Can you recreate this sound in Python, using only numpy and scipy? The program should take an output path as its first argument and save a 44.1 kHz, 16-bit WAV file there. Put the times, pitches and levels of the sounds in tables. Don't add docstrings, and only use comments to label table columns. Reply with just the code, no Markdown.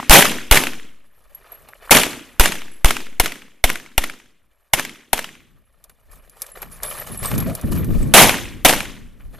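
import sys
import numpy as np
from scipy import signal
from scipy.fft import rfft, irfft, next_fast_len
from scipy.io import wavfile
from scipy.ndimage import uniform_filter1d, map_coordinates

SR = 44100
rng = np.random.default_rng(int(sys.argv[2]) if len(sys.argv) > 2 else 0)


def wrap_up_sound(samples):
    columns = np.atleast_2d(samples).T
    tamed = np.clip(columns, -1, 1)
    steps = np.round(tamed * 32767).astype(np.int16)
    wavfile.write(sys.argv[1], SR, steps)


def boost(x):
    u = np.asarray(x, float) / 20
    return 10 ** u


N = 414099


def unit(x):
    return x / np.sqrt(np.mean(x ** 2) + 1e-20)


def along(points, hz):
    f, v = np.transpose(points)
    return np.interp(np.log(hz + 1), np.log(f + 1), v)


def coloured(x, points):
    m = next_fast_len(x.shape[-1] + 4096)
    gain = boost(along(points, np.fft.rfftfreq(m, 1 / SR)))
    return irfft(rfft(x, m) * gain, m)[..., :x.shape[-1]]


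def curve(rows):
    return np.interp(np.arange(N) / SR, *np.transpose(rows))


def wobble(rate):
    knots = rng.standard_normal(int(N * rate / SR) + 4)
    return map_coordinates(knots, [np.arange(N) * rate / SR])


def stereo(pair, spectrum, side):
    mid = coloured(pair[0], spectrum)
    edge = coloured(coloured(pair[1], spectrum), side)
    return np.array([mid + edge, mid - edge]) / np.sqrt(np.mean(mid ** 2))


def stereo_noise(length, spectrum, side):
    return stereo(rng.standard_normal((2, length)), spectrum, side)


def patchy(x, patchy_db, bins, frames):
    z = signal.stft(x, nperseg=256)[2]
    field = rng.standard_normal(z.shape[1:])
    field = uniform_filter1d(uniform_filter1d(field, bins, 0), frames, 1)
    gain = boost(patchy_db * unit(field))
    return signal.istft(z * unit(gain), nperseg=256)[1][:, :x.shape[-1]]


def bounced(x, ms, share):
    gap = np.zeros(round(ms * SR / 1000) - 1)
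    return signal.lfilter([1], np.r_[1, gap, -np.clip(share, 0, .9)], x)


def add(track, s, sound):
    track[..., round((s + 1) * SR):][..., :sound.shape[-1]] += sound


# frequency in Hz, side under middle in dB.
SHOT_WIDTH = [(60, -0.5), (150, -9), (380, -13.5), (940, -26), (2340, -25), (5860, -5), (14700, -1.5)]


def dying(spectrum, t60):
    hz, t, z = signal.stft(stereo_noise(SR, spectrum, SHOT_WIDTH), SR, nperseg=128)
    fall = boost(-60 * t / along(t60, hz)[:, None])
    return signal.istft(z * fall, SR, nperseg=128)[1][:, :SR]


# frequency in Hz, relative level in dB per Hz.
BLAST = [(60, -26), (150, -5.5), (400, -5.5), (700, -8), (1300, -7.5), (2300, -4), (3200, -5),
         (4300, -13.5), (8000, -14), (11500, -8.5), (14200, -19)]
# frequency in Hz, share of the boom from 0 to 1.
BOOM = [(420, 0), (600, 1), (900, 1), (1300, 0)]


def muzzle_blast(lean):
    t = np.arange(SR // 10) / SR
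    crack = stereo_noise(len(t), BLAST, SHOT_WIDTH) * boost(-60 * (t / 0.0043) ** 2)
    crack = bounced(crack, ms=1.4, share=0.56)
    bark = (.25 + .04 * lean) * np.sin(2 * np.pi * 790 * t) * np.exp(-((t - .003) / 0.0014) ** 2)
    tail = coloured(stereo_noise(len(t), BLAST, SHOT_WIDTH), np.multiply(BOOM, [1, 6]))
    return coloured(crack + bark, [(7000, 0), (12000, 4)]) + boost(-9.5 - 60 * t / 0.065) * tail


def diaphragm(push_db):
    t = np.arange(SR) / SR
    travel = np.tanh(boost(push_db) / 1.3)
    push = -boost(push_db) * t / .006 * np.exp(1 - t / .006 - (t / (.031 - .021 * travel)) ** 2)
    settle = np.exp(-t / .06) - .37 * travel * np.exp(-t / .135)
    swing = travel * (1 - np.exp(-(t / (.048 - .022 * travel)) ** 2)) * settle
    return push + swing


# frequency in Hz, time to fall 60 dB in seconds.
NEAR_T60 = [(200, 0.36), (2000, 0.3), (12000, 0.31)]


def near_boards(boom):
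    t = np.arange(SR) / SR
    boards = coloured(dying(BLAST, NEAR_T60), boom)
    return patchy(boards, 2.8, bins=4, frames=2) * (0.062 + np.tanh((t / 0.036) ** 5))


# frequency in Hz, relative level in dB per Hz.
BANKS = [(90, -16), (250, 0.5), (700, -16.5), (1200, -14.5), (2300, -9.5), (3300, -9), (4500, -15.5),
         (6200, -13), (9000, -21), (14200, -28)]
# frequency in Hz, time to fall 60 dB in seconds.
FAR_T60 = [(200, 0.69), (2000, 0.7), (6000, 0.54), (12000, 0.68)]


def far_banks():
    t = np.arange(SR) / SR
    return patchy(dying(BANKS, FAR_T60), 2.7, bins=6, frames=2) * (1 - np.exp(-(t / 0.035) ** 2))


# frequency in Hz, level in dB.
SLAP = [(150, -6.5), (600, -4), (2000, 1.5), (3300, -5.5), (4500, -9), (14000, -10.5)]
# frequency in Hz, gain in dB per 50 ms of delay.
DULLING = [(800, -2.5), (1500, 0), (3000, 0), (5000, -1.5), (14000, -3)]


def slap(late, boom, ping_share, turn):
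    t = np.arange(SR // 10) / SR
    noise = coloured(stereo_noise(len(t), SLAP, SHOT_WIDTH), boom)
    shape = np.tanh(t / 0.00025) * (boost(-60 * t / 0.014) + boost(-11.5 - 60 * t / 0.05))
    tone = np.sin(2 * np.pi * rng.uniform(1500, 2600) * t)
    ping = ping_share * tone * np.exp(-((t - .0009) / 0.00031) ** 2)
    hz, db = np.transpose(DULLING)
    return coloured(noise * shape + ping / (1 + turn), np.c_[hz, db * late / .05])


# start in seconds, then echo delays in ms
STANDS = [(-1, 76, 60.5, 129.5, 156.5), (6, 32, 44, 88, 155)]
# level in dB at loudness 0,
# dB per dB of loudness, dB per unit of lean.
ECHOES = [(-11, .6, .4), (3.5, .6, -.1), (-6.5, .7, .2), (-6, .75, -.45)]
SHIFT = [-1.6, 0, -1, .18]
PING = [.2, .6, 1.1, .8]


def wall_echoes(out, s, loud_db, lean, aim_db, stand, boom):
    surfaces = zip(STANDS[stand][1:], SHIFT, ECHOES, [0, 0, 0, aim_db], PING)
    for ms, shift, (db, follow, turned), aimed_db, ping_share in surfaces:
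        level_db = db + aimed_db + follow * loud_db + turned * lean
        for turn in range(3):
            late = (ms + shift * lean + turn * 161) / 1000
            add(out, s + late, boost(level_db - 24 * turn) * slap(late, boom, ping_share, turn))


# start in seconds, loudness in dB, slow push on the diaphragm in dB,
# muzzle lean into the gap between panels (SHIFT turns it into ms), aim towards the far wall in dB.
SHOTS = [(-.29, 9, -20, -1, -4), (.096, 10, 20.5, 1.5, -3), (.512, -5, 13, 4.5, 0),
         (1.909, 0, -16.5, 5, -12.5), (2.397, -9.5, 9.5, 6, -3.5), (2.846, -15, 10.5, 8.5, -4),
         (3.1985, -20, -8, 7.5, -4), (3.64, -20, -4.5, 13.5, -3), (3.979, -25, -8.5, 11, -3),
         (4.735, -19, -21, 14.5, 0), (5.131, -24, -20.5, 17.5, -0.5), (8.138, 10, -14.5, 1.5, -2),
         (8.649, -5, -10.5, 1.5, -4)]
BOOM_DB = [3, 7]


def shots():
    out = np.zeros((2, N + 3 * SR))
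    uneven = boost(2.5 * (wobble(250) + 0.25 * wobble(60)))
    for s, loud_db, push_db, lean, aim_db in SHOTS:
        stand = int(s > STANDS[1][0])
        boom = np.multiply(BOOM, [1, BOOM_DB[stand]])
        add(out, s, boost(min(loud_db + 22, 23)) * muzzle_blast(lean))
        add(out, s, diaphragm(push_db))
        add(out, s, boost(loud_db) * np.roll(uneven, -round(s * SR))[:SR] * near_boards(boom))
        add(out, s, boost(-13 + 0.69 * loud_db) * far_banks())
        wall_echoes(out, s, loud_db, lean, aim_db, stand, boom)
    return out[:, SR:SR + N]


# time in seconds, level in dB.
WIND = [(.95, -58), (1.16, -59), (1.72, -50), (4.35, -63), (4.7, -67.5), (5.3, -55), (5.4, -48),
        (5.57, -51.5), (5.7, -63), (6.14, -50), (6.47, -54), (6.65, -37.5), (7.03, -42), (7.37, -29),
        (7.61, -48), (7.67, -36), (8.11, -26), (8.7, -35.5), (9.39, -39)]
# peak in seconds, rise in seconds per 20 dB,
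# time to fall 60 dB in seconds, level in dB.
GUSTS = [(7.151, 0.11, 1, -36), (7.369, 0.12, 0.8, -24), (7.47, 0.072, 0.21, -27), (7.643, 0.0094, 2, -20),
         (7.72, 0.056, 0.83, -22), (7.84, 0.018, 0.42, -30), (7.961, 0.025, .9, -27.5)]
# frequency in Hz, relative level in dB per Hz.
FLAP = [(8, -15), (25, -0.5), (55, -7), (100, -22.5), (200, -59.5)]
# frequency in Hz, relative dB per Hz.
BUFFET = [(29, -29.5), (55, -3), (135, 2.5), (265, -5), (500, -21), (650, -40), (1100, -120)]
# frequency in Hz, side under middle in dB.
LOOSE_WIDTH = [(60, -1.5), (240, -1), (940, -29), (3710, -21), (14700, -3)]


def wind():
    t, flutter_db = np.arange(N) / SR, curve(WIND)
    flutter = unit(boost(4.5 * wobble(11)) * stereo_noise(N, FLAP, LOOSE_WIDTH))
    swell = boost(-66 + 1.1 * (flutter_db + 55.5))
    for s, rise, t60, db in GUSTS:
        rising_db, falling_db = 20 * np.clip((s - t) / rise, 0, 9), 60 * np.clip((t - s) / t60, 0, 3)
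        swell = swell + boost(db - rising_db - falling_db)
    lumps = boost(5 * np.tanh(wobble(22))) * boost(1.5 * wobble(60))
    choked = np.tanh(stereo_noise(N, BUFFET, LOOSE_WIDTH) / 2)
    return boost(flutter_db) * flutter + swell * unit(lumps * choked)


def grains(spike_db):
    return rng.standard_normal((2, N)) * boost(spike_db * wobble(500))


def stroke(s, length):
    t = np.arange(N) / SR
    fade = np.clip((s + length - t) / 0.04 + 1, 0, 1)
    return np.clip((t - s) / 0.0103, 0, 1) * boost(-5 * (t - s) / length) * fade


def jingle(grind, count):
    out, t = np.zeros((2, N + 2 * SR)), np.arange(SR // 8) / SR
    for when, pitch, size, life, lag in rng.random((count, 5)):
        phase_gap = np.array([[0], [2.2 * lag - 1.2]])
        ring = np.sin(2 * np.pi * (10400 + 1700 * pitch) * t + phase_gap)
        level = grind[int(when * N)] * boost(7.5 - 5.9 * size)
        fall = boost(-60 * t / (0.028 + 0.22 * life ** 2))
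        add(out, when * N / SR, level * fall * np.tanh(t / .001) * ring)
    return out[:, SR:SR + N]


# time in seconds, level in dB.
MOVES = [(.95, -71), (1.25, -60), (1.87, -52.5), (4.35, -79), (4.56, -69), (5.45, -71.5), (7.32, -43),
         (8.11, -44.5), (9.0, -76), (9.21, -60), (9.39, -58)]
# start in seconds, length in seconds, scuff in dB, gravel hiss in dB.
STEPS = [(1.445, 0.134, -50, -63.5), (1.817, 0.1, -47, -53.5), (6.109, 0.049, -58, -49),
         (6.357, 0.13, -52.5, -49), (6.549, 0.09, -46.5, -48.5), (6.709, 0.0573, -50.5, -41),
         (6.82, .2, -34.5, -34), (7.061, 0.083, -39, -37), (7.22, 0.13, -36, -30.5), (7.378, 0.1, -40, -58),
         (7.712, 0.06, -37, -34), (9.324, 0.13, -55, -62)]
# frequency in Hz, relative level in dB per Hz.
SCUFF = [(200, -29), (400, -2.5), (1250, -5), (2500, -10.5), (4500, -20), (9000, -57.5)]
# frequency in Hz, relative level in dB per Hz.
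GRIT = [(2000, -36.5), (3500, -9.5), (8000, -6), (11500, 1), (14200, -4.5)]
# start in seconds, time to fall 60 dB in seconds, level in dB,
# then its colour as frequency in Hz and relative level in dB.
HOLLOW = (7.465, 0.33, -25, [(420, -25), (540, 3.5), (600, -7), (660, 6.5), (820, -34)])


def feet():
    t = np.arange(N) / SR
    stir_db = curve(MOVES)
    drag, grind = boost(stir_db), boost(stir_db - 2.5)
    for s, length, scuff_db, grit_db in STEPS:
        step = stroke(s, length)
        drag, grind = drag + boost(scuff_db) * step, grind + boost(grit_db) * step
    clump = wobble(40)
    scuff = bounced(stereo(grains(2.2), SCUFF, LOOSE_WIDTH), ms=1.68, share=0.33)
    scuff = unit(boost(2 * wobble(90) + 1.6 * clump) * patchy(scuff, 3, bins=3, frames=3))
    grit = patchy(stereo(grains(2.0), GRIT, LOOSE_WIDTH), 2.2, bins=8, frames=4)
    grit = unit(boost(1.5 * wobble(87) + 1.5 * clump) * grit)
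    s, t60, db, tone = HOLLOW
    scrape = boost(db - 60 * np.abs(t - s) / t60) * np.clip((t - s) / .008, 0, 1)
    hollow = scrape * stereo(grains(2.5), tone, LOOSE_WIDTH)
    return drag * scuff + grind * grit + hollow + jingle(grind, count=240)


# centre in seconds, pitch in Hz, level in dB.
PITCHED_PINGS = [(.001, 1048, -12.5), (0.03, 1050, -18), (1.735, 1690, -25.5), (1.877, 1110, -30),
                 (1.896, 1412, -14), (6.803, 1695, -30), (9.208, 2070, -37.5)]


def pitched_pings():
    out, t = np.zeros(N + 2 * SR), np.arange(-200, 200) / SR
    for s, hz, db in PITCHED_PINGS:
        add(out, s + t[0], boost(db) * np.sin(2 * np.pi * hz * t) * np.exp(-(t * hz / 0.77) ** 2))
    return out[SR:SR + N]


# start in seconds, bright snap in dB, dull knock in dB.
CLICKS = [(1.347, -44, -61), (1.6872, -38.5, -39.5), (5.8407, -37, -60), (5.896, -42, -46.5),
          (6.2963, -40, -68), (6.419, -17, -42), (6.4652, -34, -59), (6.6191, -30, -34.5),
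          (6.6277, -30, -30.5), (6.8326, -16.5, -41), (7.256, -19.5, -46), (7.3146, -32, -22.5),
          (7.3795, -19.5, -31), (7.4026, -21, -33), (7.498, -35, -32), (7.551, -19.5, -41),
          (7.6121, -29, -67), (7.845, -30.5, -39)]


def clicks():
    out, t = np.zeros((2, N + 2 * SR)), np.arange(SR // 20) / SR
    for s, snap_db, knock_db in CLICKS:
        snap = boost(snap_db - 60 * t / 0.032) * stereo_noise(len(t), GRIT, LOOSE_WIDTH)
        knock = boost(knock_db - 60 * t / 0.049) * stereo_noise(len(t), SCUFF, LOOSE_WIDTH)
        add(out, s, snap + knock)
    return out[:, SR:SR + N]


# start in seconds, upper pitch in Hz, upper ring in dB,
# lower ring in dB, time to fall 60 dB in seconds.
BRASS = [(1.348, 11520, -32.5, -63, 0.085), (1.519, 11490, -34.5, -64, 0.17),
         (2.716, 11150, -48, -56.5, 0.34), (6.517, 10800, -38, -52, 0.14), (6.618, 11640, -28, -50, 0.075),
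         (6.889, 11200, -31, -60, 0.24), (6.998, 11800, -27, -46, 0.12), (7.174, 11200, -27, -40, 0.11),
         (7.19, 10040, -31, -50, 0.24), (7.257, 11800, -40, -22, 0.099), (7.385, 11600, -25, -55, 0.22),
         (7.27, 12000, -33, -60, 0.2), (7.761, 10200, -43, -60, 0.08), (8.028, 11260, -50, -32.5, 0.043)]
CASE = [1, .7]


def brass():
    out, t = np.zeros((2, N + 2 * SR)), np.arange(SR // 2) / SR
    for (s, hz, *levels, t60), (split, lag, pan) in zip(BRASS, rng.random((len(BRASS), 3))):
        balance = boost([[3 * pan - 1.4], [1.4 - 3 * pan]])
        for ratio, db in zip(CASE, levels):
            phase = 2 * np.pi * ratio * hz * t + np.array([[0], [2.3 * lag - 1.2]])
            ring = np.sin(phase) + 0.86 * np.sin(phase + 2 * np.pi * (25 + 30 * split) * t)
            add(out, s, boost(db - 60 * t / t60) * (1 - np.exp(-t / 0.00055)) * ring * balance)
    return out[:, SR:SR + N]


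def scene():
    blasts, air = boost([[.25], [-.25]]) * shots(), boost([[.9], [-.9]]) * wind()
    return blasts + air + feet() + pitched_pings() + clicks() + brass()


def top_cut(x):
    return signal.sosfilt(signal.butter(12, 15260, fs=SR, output="sos"), x)


# frequency in Hz, gain in dB.
MIC = [(14200, 0), (14700, -40)]


def record(dry):
    clipped = dry / (1 + np.abs(dry / .97) ** 6) ** (1 / 6)
    mix = np.clip(coloured(clipped, MIC), -1, 1)
    return top_cut(mix)


dry = scene()
out = record(dry)
wrap_up_sound(out)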